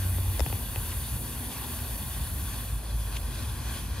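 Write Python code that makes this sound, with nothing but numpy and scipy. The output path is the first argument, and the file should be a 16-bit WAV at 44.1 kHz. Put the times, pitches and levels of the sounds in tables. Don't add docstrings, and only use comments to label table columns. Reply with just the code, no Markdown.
import sys
import numpy as np
from scipy import signal
from scipy.fft import rfft, irfft
from scipy.io import wavfile
from scipy.ndimage import uniform_filter1d

SR = 44100
rng = np.random.default_rng(int(sys.argv[2]) if len(sys.argv) > 2 else 0)


def to_wav(s):
    ch = np.atleast_2d(s).T
    pcm = np.round(np.clip(ch, -1, 1) * 32767)
    wavfile.write(sys.argv[1], SR, pcm.astype(np.int16))


N = 176400


def amp(db):
    return 10 ** (np.asarray(db) / 20)


def evened(x):
    return x / np.sqrt(np.mean(x ** 2) + 1e-20)


def at_hz(points, hz):
    freqs, values = np.transpose(points)
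    return np.interp(np.log(hz + 1), np.log(freqs + 1), values)


def at_time(rows, t, column=1):
    rows = np.array(rows)
    return np.interp(t, rows[:, 0], rows[:, column])


def add(mix, start_s, sound):
    part = mix[max(round(start_s * SR), 0):][:len(sound)]
    part += sound[:len(part)]


def wander(t, top_hz):
    rates = np.geomspace(top_hz / 10, top_hz, 20)
    return evened(sum(np.sin(2 * np.pi * (f * t + rng.random())) / np.sqrt(f) for f in rates))


# freq_hz, likeness_0_to_1
PORT_LIKENESS = [(70, .99), (140, .96), (300, .8), (650, .5), (1000, .66), (1300, .5), (1800, .86),
                 (3500, .78), (4700, .73), (5800, .45), (7000, .6), (8500, .82), (10500, .93), (12000, .98),
                 (13500, .82), (15500, .58)]
# freq_hz, lead_radians
LEFT_LEAD = [(50, 0), (500, 0), (1300, -.3), (2000, .05), (3400, 1.3), (4700, .75), (5400, 2.2),
             (6300, 1.2), (7900, 2.5), (9500, 1.2), (11300, .1), (12900, -.05), (13600, -.75), (15700, -2)]
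# freq_hz, left_minus_right_db
LEFT_LOUDER = [(60, 0.58), (110, 0.64), (200, 0.84), (380, 1.5), (700, 1.3), (1290, 0.37), (2380, 0.14),
               (4400, 1.2), (8120, 1.6), (15000, 0.0)]

def noise(colour, patchy_db, flicker_db, size, shade=None):
    hop = size // 4
    t = np.arange(N // hop + 5) * hop / SR
    hz = np.fft.rfftfreq(size, 1 / SR)
    draws = rng.standard_normal((5, len(t), len(hz))).transpose(0, 2, 1)
    left, unrelated = draws[0] + 1j * draws[1], draws[2] + 1j * draws[3]
    likeness = np.clip(at_hz(PORT_LIKENESS, hz), 0, .99)[:, None]
    right = likeness * left + np.sqrt(1 - likeness ** 2) * unrelated
    right *= np.exp(-1j * at_hz(LEFT_LEAD, hz))[:, None]
    lean = amp(at_hz(LEFT_LOUDER, hz) / 2)[:, None]
    spectrum = np.array([left * lean, right / lean])
    patches = evened(uniform_filter1d(uniform_filter1d(draws[4], size=12, axis=0), size=12, axis=1))
    flicker = wander(t, top_hz=23.89)
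    spectrum *= amp(at_hz(colour, hz)[:, None] + patchy_db * patches + flicker_db * flicker)
    plain = signal.istft(spectrum, nperseg=size, noverlap=size - hop)[1][:, :N]
    if shade is None:
        return evened(plain)
    shaded = signal.istft(spectrum * shade(t, hz), nperseg=size, noverlap=size - hop)[1][:, :N]
    return shaded / plain.std()


# freq_hz, level_db
STREET_TONE = [(88, -48), (150, -2.5), (242, -1.5), (270, -5.5), (408, -10.5), (627, -11.5), (982, -10.5),
               (1140, -12), (1260, -20.5), (1400, -15), (1820, -64), (3080, -120)]

def street(t):
    rush_db = at_time(RUSH_LEVELS, t)
    level_db = -45 + .37 * (rush_db - rush_db.mean())
    return amp(level_db) * noise(STREET_TONE, patchy_db=1.53, flicker_db=.5, size=2048)


# start_s, end_s, pitch_hz, level_db
ENGINE_NOTES = [(-.1, .35, 92.3, -25), (-.1, .365, 61.1, -32.5), (-.1, 1.25, 235, -55),
                (1.3, 1.92, 243, -46.5), (2.4, 2.69, 54, -33), (2.71, 2.82, 54, -24),
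                (2.91, 3.03, 54, -23.5), (2.9, 3.05, 109, -35), (3.06, 3.35, 52.4, -32),
                (3.2, 3.85, 231, -51), (3.46, 4.1, 53, -36)]

def engines(t):
    fade_s, pitch_waver, flutter_db = .14, .0064, .8
    out = np.zeros(N)
    for start_s, end_s, pitch_hz, level_db in ENGINE_NOTES:
        fade = np.clip(np.minimum(t - start_s, end_s - t) / fade_s + .5, 0, 1)
        cycles = np.cumsum(pitch_hz * (1 + pitch_waver * wander(t, top_hz=6))) / SR
        out += fade * amp(level_db + flutter_db * wander(t, top_hz=9)) * np.sin(2 * np.pi * cycles)
    return out


# time_s, level_db
WIND_LEVELS = [(0, -35.5), (.4, -33.5), (.68, -35.5), (1.2, -33.5), (1.45, -38), (1.9, -36), (2.5, -32.5),
               (2.87, -41.5), (3.2, -34.5), (4, -34)]
# peak_s, width_s, rise_db
WIND_GUSTS = [(0.982, 0.09, 0.5), (1.15, 0.016, 3), (2.05, .03, 3.5), (2.212, 0.025, 4.5), (2.75, 0.033, 5),
              (2.95, 0.017, 7.5)]
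# freq_hz, level_db
WIND_TONE = [(20, -43), (36, -35), (48, -5), (60, 3), (78, -5), (100, -4.5), (122, -8), (155, -20.5),
             (220, -29), (400, -49.5)]

def wind(t):
    gust_db = sum(db * np.exp(-.5 * ((t - peak_s) / width_s) ** 2) for peak_s, width_s, db in WIND_GUSTS)
    rumble = noise(WIND_TONE, patchy_db=1.1, flicker_db=0, size=4096)
    return amp(at_time(WIND_LEVELS, t) + gust_db) * rumble


def ring(notes, level_db, rise_s, alternate=False):
    t = np.arange(SR // 5) / SR
    sign = -1 if alternate else 1
    out = np.zeros(len(t))
    for k, (pitch_hz, offset_db, fade_s) in enumerate(notes):
        fade = np.exp(-np.log(1000) * t / fade_s)
        out += sign ** k * amp(level_db + offset_db) * fade * np.sin(2 * np.pi * pitch_hz * t)
    return (1 - np.exp(-(t / rise_s) ** 2)) * out


# pitch_hz, offset_db, fade_s
KNOCK_NOTES = [(270, -6, .028), (390, -7, .018), (810, -1, .013)]
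HOLLOW_NOTES = [(585, 0, .016), (1150, -11, .011), (1580, -8, .007), (1950, -9.5, .007)]
TICK_NOTES = [(2014, -5, 0.006), (2520, -2, 0.0063), (2970, -13, 0.0032)]
SNAP_NOTES = [(3740, -3.5, 0.0049), (4820, 0, 0.0027), (5260, -14.5, 0.017), (7230, -6, 0.005)]
# start_s, knock_db, hollow_db, tick_db, snap_db, thump_db, thump_hz
BODY_TAPS = [(.183, -27, -32, -43, -50, -30, 95), (.261, -36, -39, -48, -55, -36, 110),
             (.279, -35, -42, -48, -55, -36, 110), (.3947, -31, -18, -24, -24.5, -30, 150),
             (.4042, -18, -24, -20.5, -23.5, -3.5, 64), (.4628, -23.5, -40, -24, -35, -12.5, 125),
             (.4998, -33, -30, -44, -55, -27, 133), (.5268, -24, -33, -24, -42, -7.5, 92),
             (.7596, -27, -35, -22.5, -39, -14, 83)]

def taps():
    knock_lag_s, thump_lag_s = .0008, .007
    out = np.zeros(N)
    for start_s, knock_db, hollow_db, tick_db, snap_db, thump_db, thump_hz in BODY_TAPS:
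        tick = ring(TICK_NOTES, tick_db, rise_s=.00032)
        snap = ring(SNAP_NOTES, snap_db, rise_s=.00013)
        knock = ring(KNOCK_NOTES, knock_db, rise_s=.00067, alternate=True)
        hollow = ring(HOLLOW_NOTES, hollow_db, rise_s=.0004)
        thump = ring([(thump_hz, 0, 6 / thump_hz)], thump_db, rise_s=.9 / thump_hz)
        add(out, start_s, tick + snap)
        add(out, start_s + knock_lag_s, knock + hollow)
        add(out, start_s + thump_lag_s, thump)
    lean = amp(at_hz([(120, .58), (500, 2.5), (4000, 9.7)], np.fft.rfftfreq(N, 1 / SR)))
    return irfft(rfft(out) * np.array([lean, 1 / lean]), N)


# peak_s, width_s, level_db
NOZZLE_SPITS = [(.93, .03, -50), (1.525, .016, -44.5), (1.58, .025, -46), (3.127, .0014, -39),
                (3.15, .02, -47), (3.1685, .003, -42.5), (3.428, .004, -45)]
# freq_hz, level_db
SPUTTER_TONE = [(400, -19), (950, -4.5), (1700, -8), (2700, -2.5), (4200, -10), (6200, -9), (10000, -22),
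                (15000, -38)]

def sputter(t):
    pops_per_s, below_rush_db = 130, 14
    clicks = (rng.random(N) < pops_per_s / SR) * rng.standard_normal(N)
    clicks *= amp(-3.5 * np.minimum(rng.exponential(1, N), 2))
    tone = amp(at_hz(SPUTTER_TONE, np.fft.rfftfreq(N, 1 / SR)))
    pops = evened(irfft(rfft(clicks) * tone, N)) * amp(at_time(RUSH_LEVELS, t) - below_rush_db)
    spit_gain = sum(amp(db) * np.exp(-.5 * ((t - peak_s) / width_s) ** 2)
                    for peak_s, width_s, db in NOZZLE_SPITS)
    return pops + spit_gain * noise(SPUTTER_TONE, patchy_db=-4, flicker_db=4, size=512)


# time_s, delay_ms
PAVEMENT_DELAY = [(0, 1.128), (1.6, 1.132), (2.5, 1.146), (2.8, 1.17), (3.05, 1.192), (4, 1.197)]

def echoes(t, hz):
    step_delay_ms, step_top_hz = 2.032, 10000
    turn_per_ms = -2j * np.pi * hz[:, None] / 1000
    pavement = .27 * np.exp(turn_per_ms * at_time(PAVEMENT_DELAY, t))
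    step_gain = .13 / np.sqrt(1 + (hz[:, None] / step_top_hz) ** 8)
    return 1 + pavement + step_gain * np.exp(turn_per_ms * step_delay_ms)


# time_s, relative_level_db
RUSH_LEVELS = [(0, -48.7), (.8, -48.7), (.93, -47.2), (1.05, -49.5), (1.48, -49.8), (1.52, -47.5),
               (1.65, -48.5), (1.9, -47.7), (2.05, -50), (2.17, -48.3), (2.35, -50.5), (2.53, -47.7),
               (2.8, -52), (2.98, -52), (3.15, -49.8), (3.3, -50), (3.44, -47.7), (3.6, -49), (3.77, -45),
               (3.87, -50), (4, -48)]
# freq_hz, level_db
RUSH_TONE = [(650, -24), (1100, 0.5), (1300, -10), (1520, 0), (1900, -5), (2200, -6.5), (2450, -4),
             (2750, -5), (3150, -1), (3550, -2), (4000, -4.5), (4700, -4), (5200, -9), (6200, -7),
             (7400, -11), (8500, -8), (11000, -28), (16000, -80)]

def smoke_rush(t):
    breath = noise(RUSH_TONE, patchy_db=1.18, flicker_db=1, size=1024, shade=echoes)
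    return amp(at_time(RUSH_LEVELS, t) + 3) * breath


# time_s, relative_level_db, relative_treble_db
HISS_LEVELS = [(0, -44, 0), (.76, -44.4, .5), (.88, -43.2, -.5), (1.3, -44.1, -1), (2.1, -44, -.8),
               (2.4, -44.8, -1.4), (2.62, -45, -1.6), (2.8, -49.5, -3.5), (2.92, -50.7, -4.5),
               (2.99, -47.8, -2.3), (3.6, -49, -3.3), (3.76, -46, -4), (3.84, -49.5, -3), (4, -53.5, -3)]
# freq_hz, level_db
HISS_TONE = [(4500, -41), (7000, -11), (8300, -5.5), (9400, -2), (10500, 1), (12000, -4), (13000, -3.5),
             (14200, -4), (14900, -5.5), (15700, -8)]

def nozzle_hiss(t):
    def shade(t, hz):
        treble_share = at_hz([(10500, 0), (13000, 1)], hz)[:, None]
        treble_db = at_time(HISS_LEVELS, t, column=2) + 1
        return echoes(t, hz) * amp(treble_share * treble_db)
    hiss = noise(HISS_TONE, patchy_db=1.1, flicker_db=.5, size=1024, shade=shade)
    return amp(at_time(HISS_LEVELS, t) + 4.5) * hiss


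def scene():
    t = np.arange(N) / SR
    smoke_tube = nozzle_hiss(t) + smoke_rush(t) + sputter(t)
    return smoke_tube + wind(t) + street(t) + engines(t) + taps()


def record(dry):
    low_cut_hz, high_cut_hz = 35, 15740
    hz = np.fft.rfftfreq(N, 1 / SR)
    trimmed = irfft(rfft(dry) / np.sqrt(1 + (low_cut_hz / (hz + 1)) ** 6), N)
    treble_filter = signal.firwin(801, high_cut_hz, window=("kaiser", 9), fs=SR)
    return signal.oaconvolve(trimmed, treble_filter[None], "same")


dry = scene()
out = record(dry)
to_wav(out)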